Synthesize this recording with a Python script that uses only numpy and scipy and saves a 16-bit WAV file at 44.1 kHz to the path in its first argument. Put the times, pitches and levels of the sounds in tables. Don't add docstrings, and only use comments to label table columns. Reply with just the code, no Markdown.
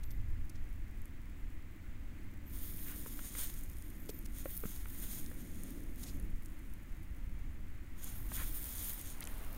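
import sys
import numpy as np
from scipy import signal
from scipy.fft import rfft, irfft
from scipy.io import wavfile
from scipy.ndimage import uniform_filter1d

SR = 44100
rng = np.random.default_rng(int(sys.argv[2]) if len(sys.argv) > 2 else 0)


def waveform_to_disk(signal):
    frames = np.transpose(np.atleast_2d(signal))
    scaled = np.clip(frames, -1, 1) * 32767
    samples = np.round(scaled).astype(np.int16)
    wavfile.write(sys.argv[1], SR, samples)


N = 422037
T = np.arange(N) / SR


def undb(db):
    return 10 ** (np.asarray(db) / 20)


def unit(x):
    return x / np.sqrt(np.mean(x ** 2))


def noise():
    return rng.standard_normal(N)


def coloured_noise(spectrum):
    hz, db = np.transpose(spectrum)
    f = np.maximum(np.fft.rfftfreq(N, 1 / SR), 1)
    gain = undb(np.interp(np.log(f), np.log(hz), db))
    return unit(irfft(rfft(noise()) * gain, N))


def band(x, hz, width):
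    hz, width = min(hz, .45 * SR), min(width, .4 * SR)
    b, a = signal.iirpeak(hz, hz / width, fs=SR)
    return signal.lfilter(b, a, signal.lfilter(b, a, x))


def walk(rate):
    k = max(int(SR / rate), 1)
    steps = np.repeat(rng.standard_normal(N // k + 1), k)
    return unit(uniform_filter1d(steps, k)[:N])


def fade(t, t60):
    return np.exp(-np.log(1000) * t / t60)


def arch(start, length):
    return np.sin(np.pi * np.clip((T - start) / length, 0, 1))


def swells(rows):
    return sum(db * .5 ** ((2 * (T - peak) / width) ** 2) for peak, width, db in rows)


def add(out, start, sound):
    i = max(int(start * SR), 0)
    out[i:i + len(sound)] += sound[:N - i]


def slips(rate, spread_db, t60):
    size = undb(spread_db * np.minimum(rng.exponential(size=N), 3.5))
    hits = (rng.random(N) < rate / SR) * size
    energy = signal.lfilter([1], [1, -fade(2 / SR, t60)], hits ** 2 + 1e-12)
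    return unit(np.sqrt(energy))


# (frequency [Hz], relative level [dB])
WIND_SPECTRUM = [(6, 5), (20, 2), (38, -2), (52, -6), (70, -7.5), (100, -13), (120, -17.5), (150, -29),
                 (300, -44), (1000, -70)]
# (peak time [s], width [s], rise [dB])
WIND_GUSTS = [(.3, .5, 8.5), (6.2, .4, 3.5), (7.2, .5, 4), (8.35, .4, 5)]
def wind(breeze_db=-42):
    return coloured_noise(WIND_SPECTRUM) * undb(breeze_db + swells(WIND_GUSTS) + .8 * walk(8))


# (frequency [Hz], relative level [dB])
ROAR_SPECTRUM = [(80, -21), (140, -1.5), (190, 1), (240, 0), (300, -0.5), (345, -5.5), (390, -16),
                 (470, -30), (600, -21.5), (1000, -58), (3000, -84)]
# (peak time [s], width [s], rise [dB])
ROAR_SWELLS = [(2.95, 0.99, 3.5), (4.08, 0.41, 4), (5.15, 0.44, 4), (5.7, 0.57, 6.5), (6.22, 0.25, 5),
               (8.42, 0.23, 2.5), (9.35, 0.27, 0.5)]
def far_roar(base_db=-59.5, opening=0.92):
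    swell_db = swells(ROAR_SWELLS)
    core = unit(band(noise(), hz=265, width=110)) * undb(-2)
    upper = unit(band(noise(), hz=490, width=170)) * undb(-16)
    openness = undb(opening * (swell_db - swell_db.max()))
    return (coloured_noise(ROAR_SPECTRUM) + (core + upper) * openness) * undb(base_db + swell_db)


# (frequency [Hz], relative level [dB])
TREE_SPECTRUM = [(100, 12), (450, -0.5), (800, -1.5), (1200, -0.5), (1600, 1), (2050, 4), (2700, -4),
                 (4000, -12), (5500, -16), (6800, -12.5), (10500, -17), (13000, -14.5), (15000, -10.5)]
def trees(level_db=-61.5):
    return coloured_noise(TREE_SPECTRUM) * undb(level_db + .5 * walk(9.8))


# (start [s], duration [s], top pitch [Hz], level [dB])
BLADE_SQUEAKS = [(0.0, 0.19, 14000, -62), (2.456, 0.043, 13100, -59), (3.813, 0.095, 13800, -67),
                 (3.954, .1, 13900, -60), (4.047, .18, 14000, -54.5), (6.098, 0.093, 13700, -62)]
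def squeaks(sag=0.12, waver=.02, rasp=0.023):
    out = np.zeros(N)
    wobble = 1 + waver * walk(70) + rasp * walk(2500)
    for start, length, hz, db in BLADE_SQUEAKS:
        speed = arch(start, length)
        pitch = hz * (1 - sag * (1 - speed)) * wobble
        out += undb(db) * speed * np.sin(2 * np.pi * np.cumsum(pitch) / SR)
    return out * unit(undb(3.5 * walk(120)))


# (start [s], duration [s], level [dB], centre frequency [Hz])
SHORT_SCUFFS = [(0.031, 0.013, -52.5, 8450), (.102, .017, -56, 9500), (.494, 0.0095, -52, 7300),
                (.546, 0.026, -66, 4530), (2.83, 0.15, -57, 1620), (3.363, 0.13, -62, 1700),
                (4.087, 0.02, -47, 9000), (4.252, 0.013, -49.5, 9050), (6.014, 0.065, -64.5, 750),
                (6.03, 0.013, -47, 7800), (6.051, 0.068, -56, 5000), (8.355, 0.1, -50, 1670),
                (9.219, 0.017, -49.5, 2920)]
def scuffs(width_at_1khz=750, widening=1.42):
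    out = np.zeros(N)
    grit = noise() * np.hypot(1, slips(rate=650, spread_db=1.5, t60=0.005))
    for start, length, db, hz in SHORT_SCUFFS:
        width = width_at_1khz * (hz / 1000) ** widening
        out += undb(db) * arch(start, length) * unit(band(grit, hz, width))
    return out


# (time [s], peak level before boost [dB], centre frequency [Hz])
STEM_SNAPS = [(1.018, -47, 11800), (1.056, -43.5, 11900), (2.883, -42, 3350), (3.499, -43, 2230),
              (3.636, -38.5, 11900), (3.823, -43.5, 10700), (4.19, -39, 13200), (4.385, -36, 12100),
              (4.567, -34, 13000), (4.576, -25.5, 14100), (5.262, -41, 4900), (5.635, -35.5, 12200),
              (6.199, -43, 12120), (6.459, -44.5, 9600), (6.737, -45, 11100), (8.043, -32.5, 11300),
              (8.642, -33, 10600), (8.783, -38, 6120), (9.013, -34, 11000), (9.2064, -28, 12900),
              (9.24, -34, 10300), (9.252, -39, 7850), (9.2725, -33.5, 9200)]
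def crackles(boost_db=1, width_hz=6500, rise_s=.0002, t60=0.0055):
    out, t = np.zeros(N), T[:SR // 10]
    envelope = fade(t, t60) * (1 - np.exp(-t / rise_s))
    for start, peak_db, hz in STEM_SNAPS:
        snap = band(rng.choice([-1, 1], len(t)) * envelope, hz, width_hz)
        add(out, start, snap * undb(peak_db + boost_db) / np.abs(snap).max())
    return out


# (start [s], time in motion [s], hiss level [dB], brightness [dB/octave])
GRASS_STROKES = [(2.481, .24, -52, 7.5), (2.728, 0.25, -50.5, 9.5), (2.96, 0.23, -53, 5),
                 (3.17, 0.14, -52, 0), (3.319, 0.093, -42, 3), (3.5, 0.071, -60, -5), (4.31, 0.063, -52, 3),
                 (4.42, 0.19, -51.5, 14), (4.6, 0.15, -51.5, 2.5), (4.86, 0.18, -52.5, 8),
                 (4.97, 0.22, -49.5, 4.5), (5.29, 0.5, -62, 0), (5.93, 0.14, -58, -1), (7.95, .04, -55, 1),
                 (8.0, 0.062, -51, -0.5), (8.11, 0.051, -50, 12), (8.281, 0.14, -44.5, 5.5),
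                 (8.41, 0.27, -50, 11), (8.58, 0.27, -49, 5), (8.76, .15, -44.5, 8.5),
                 (8.92, 0.11, -53.5, 2), (9.02, 0.042, -53, -7), (9.24, 0.68, -60.5, 11.5)]
def strokes(attack_s=0.077, t60=0.55, linger_db=-22.5, linger_t60=11):
    power, tilt = np.full(N, 1e-18), np.zeros(N)
    for start, length, db, brightness in GRASS_STROKES:
        rise = np.clip((T - start) / attack_s, 0, 1)
        after = np.maximum(T - start - length, 0)
        linger = undb(linger_db) * fade(after, linger_t60)
        stroke_power = (undb(db) * rise * np.maximum(fade(after, t60), linger)) ** 2
        power += stroke_power
        tilt += brightness * stroke_power
    return np.sqrt(power), tilt / power


# (frequency [Hz], bandwidth [Hz], relative level [dB])
RUSTLE_MODES = [(6680, 1260, -2), (9120, 1280, 0), (11450, 1200, -3.5), (12060, 4500, -7.5),
                (14400, 2270, -2.5)]
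def rustle(contact, brightness):
    flutter = undb(1.5 * walk(45))
    grain = unit(np.hypot(1, undb(-4) * slips(rate=750, spread_db=4.0, t60=0.0029)))
    hiss = 0
    for hz, width, db in RUSTLE_MODES:
        gain = undb(db + brightness * np.log2(hz / 11500) + walk(13))
        hiss += gain * band(grain * noise(), hz, width)
    return contact * flutter * (unit(hiss) + scrape(brightness))


# (frequency [Hz], relative level [dB])
SCRAPE_SPECTRUM = [(200, -17), (500, 7), (900, 6), (1900, 10), (2700, 6.5), (3400, 14), (4500, 7),
                   (5500, 8.5), (6800, -20), (8000, -29), (16000, -45)]
def scrape(brightness):
    return coloured_noise(SCRAPE_SPECTRUM) * undb(-9.5 - 0.4 * brightness)


def settling(contact, floor_db=-77, brushed_db=-15, bent_db=-15, spring_back_s=0.45):
    releases = noise() * slips(rate=110, spread_db=3.5, t60=0.0077)
    ticks = unit(band(releases, hz=15600, width=13400))
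    step = 1 / (spring_back_s * SR)
    bent = signal.lfilter([step], [1, step - 1], contact)
    return ticks * (undb(floor_db) + contact * undb(brushed_db) + bent * undb(bent_db))


# (time [s], thud level [dB], thud pitch [Hz], click peak [dB], click centre [Hz])
CASE_KNOCKS = [(3.061, -46, 448, -41.5, 1140), (3.191, -54, 594, -40.5, 1610),
               (3.351, -53, 510, -40.5, 1550), (4.0933, -33.5, 422, -50, 2380),
               (4.457, -32, 542, -37.5, 1500), (4.637, -35.5, 442, -41, 1290),
               (4.6547, -30.5, 200, -43.5, 1100), (4.857, -58, 500, -41.5, 1790),
               (5.314, -50, 503, -44, 1770), (8.318, -48, 613, -37.5, 1500), (8.416, -47, 500, -43, 1690),
               (9.213, -63, 500, -41, 1870), (9.273, -63, 510, -40.5, 2400)]
def knocks(thud_t60=0.034, click_t60=0.017, lower_ratio=0.63, lower_db=-7, case_top_hz=3000):
    out, t = np.zeros(N), T[:SR // 10]
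    case_lowpass = signal.butter(4, case_top_hz, fs=SR, output="sos")
    for start, thud_db, thud_hz, click_db, click_hz in CASE_KNOCKS:
        phase = 2 * np.pi * thud_hz * t
        thud = (np.sin(phase) + undb(lower_db) * np.sin(lower_ratio * phase)) * fade(t, thud_t60)
        burst = rng.standard_normal(len(t)) * fade(t, click_t60)
        click = signal.sosfilt(case_lowpass, band(burst, click_hz, width=1400))
        add(out, start, undb(thud_db) * thud + undb(click_db) * click / np.abs(click).max())
    return out


# (start [s], rise time [s], level [dB])
RUSH_STEPS = [(7.9, 0.17, -66), (9.05, 0.19, -59)]
def rush():
    return sum(unit(band(noise(), hz=530, width=2000)) * undb(db) * np.clip((T - start) / rise, 0, 1)
               for start, rise, db in RUSH_STEPS)


def scene():
    air = wind() + far_roar() + trees() + rush()
    contact, brightness = strokes()
    grass = squeaks() + scuffs() + crackles() + rustle(contact, brightness) + settling(contact)
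    return (air + grass + knocks())[None]


def record(dry, top_hz=15750):
    return signal.sosfilt(signal.ellip(12, .2, 80, top_hz, fs=SR, output="sos"), dry)


dry = scene()
out = record(dry)
waveform_to_disk(out)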